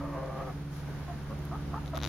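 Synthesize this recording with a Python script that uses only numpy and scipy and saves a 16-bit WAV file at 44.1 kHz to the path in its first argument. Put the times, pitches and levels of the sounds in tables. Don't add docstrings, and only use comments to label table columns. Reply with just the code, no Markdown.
import sys
import numpy as np
from scipy import signal
from scipy.fft import rfft, irfft
from scipy.io import wavfile
from scipy.ndimage import uniform_filter1d

SR = 44100
rng = np.random.default_rng(int(sys.argv[2]) if len(sys.argv) > 2 else 0)


def transcribe(signal):
    frames = np.atleast_2d(signal).T
    limited = np.clip(frames, -1, 1)
    pcm = np.round(limited * 32767).astype(np.int16)
    wavfile.write(sys.argv[1], SR, pcm)


def gain_from_db(level_db):
    decades = np.asarray(level_db, float) / 20
    return 10 ** decades


N = 91948

# t/s, effort/dB, pitch f/Hz, pitch glide/share, mouth opening/0-1
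CLUCKS = [
    (1.074, -39.5, 320, -.16, .05),
    (1.288, -43.5, 288, .04, .5),
    (1.505, -40.5, 390, .25, .7),
    (1.724, -39.5, 390, .26, .95),
    (1.925, -32.5, 395, .4, .15),
]


def evened(x):
    return x / np.sqrt(np.mean(x ** 2) + 1e-20)


def read(points, hz):
    f, value = np.transpose(points)
    return np.interp(np.log(hz + 1), np.log(f + 1), value)


def add(mix, s, sound):
    part = mix[..., round(s * SR):][..., :sound.shape[-1]]
    part += sound[..., :part.shape[-1]]


def wander(n, per_s):
    span = max(int(SR / per_s), 1)
    return evened(uniform_filter1d(uniform_filter1d(rng.standard_normal(n), span), span))


def resonate(x, hz, width):
    turn = np.exp(2j * np.pi * np.cumsum(hz * np.ones(len(x))) / SR)
    r = np.exp(-np.pi * width / SR)
    return 2 * (turn * signal.lfilter([(1 - r) ** 2], [1, -2 * r, r * r], x / turn)).real


def syrinx(hz, jitter, rough, count):
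    turns = np.cumsum(hz * (1 + jitter * wander(len(hz), 144))) / SR
    smear = .13
    folds = sum(np.cos(2 * np.pi * (k * turns + smear * k * k)) for k in range(1, count))
    puffs = (0.16 + np.exp(-(turns % 1) / 0.35)) * rng.standard_normal(len(hz))
    rough = np.clip(rough, 0, 1)
    return (1 - rough) * evened(folds) + rough * 4.4 * evened(puffs)


def drawl():
    # t/s, effort level/dB, faster membrane/share, mouth opening/0-1, beak f/Hz
    call = [
        (0, -40, 0.15, 0.19, 1220),
        (.11, -43.5, 0.1, 0.2, 1120),
        (.16, -43, 0.47, 0.56, 1100),
        (.23, -38.5, 0.55, 0.44, 1130),
        (.33, -42, 0.68, 0.9, 1147),
        (.42, -39, 0.84, 0.72, 1196),
        (.46, -43, 1, 1.1, 1234),
        (.5, -44.5, 0.7, 1.25, 1200),
        (.525, -64, .9, 1.1, 1190),
    ]
    # shut f/Hz, open f/Hz, width/Hz, shut level/dB, open level/dB
    throat = [(343, 380, 120, -8.5, -8), (585, 520, 110, 3, -2), (657, 660, 100, -7, -2),
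              (880, 760, 150, -12, -5), (1500, 1500, 900, -16, -17)]
    jitter, rough, flutter_db = .03, .28, 2
    slow_hz, start_hz, settle_s, fast_hz = 109.5, 118, .07, 131
    beak_width_hz, beak_db = 220, -3.5

    t = np.arange(0, call[-1][0], 1 / SR)
    times, *columns = np.transpose(call)
    db, fast, mouth, beak = (np.interp(t, times, c) for c in columns)
    fast = np.clip(fast, 0, 1)
    falling_hz = slow_hz + (start_hz - slow_hz) * np.exp(-t / settle_s)
    slow_pulses = syrinx(falling_hz, jitter, rough, count=22)
    fast_pulses = syrinx(fast_hz + 0 * t, jitter, rough, count=19)
    drive = ((1 - fast) * slow_pulses + fast * fast_pulses) / np.hypot(fast, 1 - fast)

    voice = gain_from_db(beak_db) * resonate(drive, beak, beak_width_hz)
    for k, (shut_hz, open_hz, width, shut_db, open_db) in enumerate(throat):
        gain = gain_from_db(shut_db + (open_db - shut_db) * mouth)
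        voice += (-1) ** k * gain * resonate(drive, shut_hz + (open_hz - shut_hz) * mouth, width)
    return evened(voice) * gain_from_db(db + flutter_db * wander(len(t), 50))


def cluck(db, hz, glide, mouth):
    shut_s, open_longer_s, rise_s, fall_s = .058, .022, .015, .022
    bend_shut, bend_open, bend_steep = .92, .27, 6.5
    rasp_hz, rasp_depth = 110.4, .8
    high_shut_db, high_open_db, shut_sag_db = -8, 3.5, -12

    length = shut_s + open_longer_s * mouth
    t = np.arange(0, length, 1 / SR)
    bend = bend_shut + (bend_open - bend_shut) * mouth
    pitch = hz * (1 + glide / 2 * np.tanh(bend_steep * (t / length - bend)))
    drive = syrinx(pitch, jitter=.028, rough=.31, count=7)
    rasp_turns = np.cumsum(rasp_hz * (1 + 0.16 * wander(len(t), 65))) / SR
    drive = drive * (1 + rasp_depth * np.sqrt(mouth) * np.cos(2 * np.pi * rasp_turns))

    throat = resonate(drive, 2 * pitch, 230)
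    chest = gain_from_db(-9) * resonate(drive, 1.3 * pitch, 600)
    top = gain_from_db(-20) * resonate(drive, 1770, 250)
    beak = gain_from_db(high_shut_db + (high_open_db - high_shut_db) * mouth) * resonate(drive, 1190, 320)
    voice = throat + chest + top - beak
    shape = np.clip(np.minimum(t / rise_s, (length - t) / fall_s), 0, 1)
    sag = shut_sag_db * (1 - mouth) * t / length
    return gain_from_db(db + sag) * evened(voice) * np.sin(np.pi / 2 * shape) ** 2


def coop(x):
    level_db, t60_s = -8.5, .2
    t = np.arange(int(.2 * SR)) / SR
    taps = rng.choice([-1., 1.], (2, len(t))) * (rng.random((2, len(t))) < .05)
    taps = taps * gain_from_db(-60 * t / t60_s) * (t > .002)
    taps = taps / np.linalg.norm(taps[0])
    return x + gain_from_db(level_db) * signal.fftconvolve(x[None], taps, axes=1)[:, :N]


def creak():
    # t/s, peak level/dB, brightness/dB
    slips = [(1.8597, -36, -5), (1.8782, -35, -3), (1.9472, -35, -2), (1.9552, -32, -2), (1.9632, -31, -2),
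             (1.9727, -24, -2), (1.9885, -31, -10), (2.003, -31, -6), (2.0152, -29, -2), (2.0251, -26, 0),
             (2.0335, -21.5, 0), (2.0419, -21, 0), (2.0507, -22, 1), (2.0618, -24, 0), (2.0742, -26.5, -1)]
    # f/Hz, left level/dB, right level/dB, t60/s
    shell = [(1500, -19, -14, .006), (2500, -9, -20, .003), (3800, -1, -8, .0035), (4800, -9, -18, .003),
             (5760, -9, -15, .006), (6700, -10, -24, .003), (9800, -13, -20, .0025),
             (11800, -9, -17, .0025)]
    bump_db = [
        [-6],
        [-16],
    ]
    lag_s, slip_s, bump_s = .0003, .0001, .0004
    tail_db, bright_hz = -20, 4500

    out, t = np.zeros((2, N)), np.arange(1500) / SR
    for s, db, bright_db in slips:
        scrape = rng.standard_normal((2, len(t))) * gain_from_db(tail_db) * np.exp(-t / .0015)
        slip = scrape - np.exp(-((t - lag_s) / slip_s) ** 2 * 8) / 2
        slip = slip * (t > lag_s - slip_s)
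        ring = np.zeros((2, len(t)))
        for f, left_db, right_db, t60 in shell:
            tone = np.sin(2 * np.pi * f * (1 + .015 * rng.standard_normal()) * t)
            side_db = np.array([[left_db], [right_db]]) + bright_db * (f > bright_hz)
            ring += gain_from_db(side_db - 60 * t / t60) * tone
        click = signal.fftconvolve(slip, ring, axes=1)[:, :len(t)]
        u = np.maximum(t - lag_s - slip_s, 0) / bump_s
        bump = gain_from_db(np.array(bump_db)) * np.e * u * np.exp(-u)
        add(out, s, gain_from_db(db - .5) * (click + bump))
    return out


def straw():
    # t/s, peak level/dB, f/Hz
    snaps = [
        (0.26, -52.5, 4800),
        (1.307, -58, 11000),
        (1.39, -56, 9900),
        (1.452, -51.5, 10700),
        (1.977, -45.5, 8700),
        (1.977, -25.5, 950),
    ]
    out, t = np.zeros((2, N)), np.arange(1500) / SR
    for s, db, hz in snaps:
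        burst = rng.standard_normal((2, len(t))) * np.exp(-t / 0.0022)
        snap = np.array([resonate(side, hz, 1.04 * hz) for side in burst])
        add(out, s, gain_from_db(db) * 3.6 * snap)
    return out


def feathers():
    # t/s, length/s, level/dB
    brushes = [
        (0.665, 0.2, -58.5),
        (1.837, 0.085, -62.5),
        (1.946, 0.026, -55.5),
        (2.001, 0.16, -53),
    ]
    out = np.zeros((2, N))
    for s, length, db in brushes:
        n = int(length * SR)
        fizz = rng.standard_normal((2, n)) * gain_from_db(1.5 * rng.exponential(1, n)) * np.hanning(n)
        add(out, s, gain_from_db(db) * evened(np.array([resonate(side, 4700, 14000) for side in fizz])))
    return out


def engine():
    # level/dB rms, wander/dB, load/share, air path/share
    orders = [(-49.5, -1.5, 0.45, 0.84), (-46, 1.5, .9, 0.39), (-55.5, 0, 0.24, 0),
              (-41.5, 0.54, 0.33, 0.018), (-47, -1, 0, 0.62), (-54, 2, 0.92, 0.36), (-51, 2.5, 0.085, 1.35),
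              (-62, 2.5, 1, 0.48), (-75, 1, 0.62, 0)]
    multiples = (3, 4, 6, 8, 9, 12, 16, 20, 24)
    # t/s, level/dB
    load_points = [
        (0, -5),
        (.7, -2.5),
        (1.2, 2),
        (1.598, 2),
        (2.1, 4),
    ]
    # t/s, level/dB
    path_points = [
        (0, 4),
        (0.301, .5),
        (.65, 0.5),
        (.9, -3),
        (1.2, -4),
        (1.55, 1.5),
        (2.1, 0.5),
    ]
    cycle_hz, drift = 17.82, .0004

    t = np.arange(N) / SR
    turns = np.cumsum(cycle_hz * (1 + drift * wander(N, 2.8))) / SR
    load = np.interp(t, *np.transpose(load_points))
    path = np.interp(t, *np.transpose(path_points))
    out = np.zeros(N)
    for k, (db, wander_db, share, far) in zip(multiples, orders):
        level_db = db + share * load + far * path + wander_db * wander(N, 5.3)
        out += np.sqrt(2) * gain_from_db(level_db) * np.cos(2 * np.pi * (k * turns + rng.random()))
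    return out * gain_from_db([[-.4], [.4]])


def whir():
    hz, width_hz, level_db, peak_s, spread_s = 1532, 61, -63, 0.97, 0.3
    t = np.arange(N) / SR
    air = resonate(rng.standard_normal(N), hz * (1 + 0.012 * wander(N, 4.1)), width_hz)
    return gain_from_db(level_db) * evened(air) * np.exp(-((t - peak_s) / spread_s) ** 2)


def wash():
    # f/Hz, level/dB per Hz
    colour = [(25, -7), (60, -3), (180, -5.5), (500, -12), (1500, -18), (2500, -25), (6000, -31),
              (15500, -39.5)]
    # f/Hz, correlation/-1 to 1
    likeness = [(60, 0.99), (180, 0.72), (550, 0.78), (1650, 0.62), (4970, -0.19), (15000, 0.18)]
    # f/Hz, level/dB
    balance = [(60, -7), (240, 0.5), (950, -1), (3770, -0.5), (15000, -1.5)]
    level_db, patch_db, swell_db = -45, 0.5, 1.02

    frames, hz = N // 256 + 5, np.fft.rfftfreq(1024, 1 / SR)
    a, b, c, d, patches = rng.standard_normal((frames, 513, 5)).T
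    patches = evened(uniform_filter1d(uniform_filter1d(patches, 12, 0), 14, 1))
    swell = evened(uniform_filter1d(rng.standard_normal(frames), 30))
    same = np.clip(read(likeness, hz), -1, 1)[:, None]
    lean = read(balance, hz)[:, None] / 2
    left = a + 1j * b
    right = same * left + np.sqrt(1 - same ** 2) * (c + 1j * d)
    z = np.array([left * gain_from_db(lean), right * gain_from_db(-lean)])
    z *= gain_from_db(read(colour, hz)[:, None] + patch_db * patches + swell_db * swell)
    return gain_from_db(level_db) * evened(signal.istft(z, nperseg=1024, noverlap=768)[1][:, :N])


def scene():
    hen = np.zeros(N)
    add(hen, 0, drawl())
    for s, *row in CLUCKS:
        add(hen, s, cluck(*row))
    return coop(hen) + creak() + straw() + feathers() + engine() + whir() + wash()


def top_cut(x):
    return signal.sosfilt(signal.butter(12, 15930, fs=SR, output="sos"), x)


def record(dry):
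    # f/Hz, level/dB rms
    whine_lines = [(8802, -78), (8823, -83), (8845, -92)]
    notch_hz, notch_width_hz, notch_db = 8190, 590, -18.5
    edge_hz, roll_hz = 15950, 13900

    hz = np.fft.rfftfreq(N, 1 / SR)
    notch = gain_from_db(notch_db / (1 + ((hz - notch_hz) / notch_width_hz) ** 2))
    colour = notch * (hz < edge_hz) / np.sqrt(1 + (hz / roll_hz) ** 8)
    t = np.arange(N) / SR
    whine = sum(np.sqrt(2) * gain_from_db(db) * np.sin(2 * np.pi * f * t) for f, db in whine_lines)
    return top_cut(irfft(rfft(dry) * colour, N) + whine)


dry = scene()
out = record(dry)
transcribe(out)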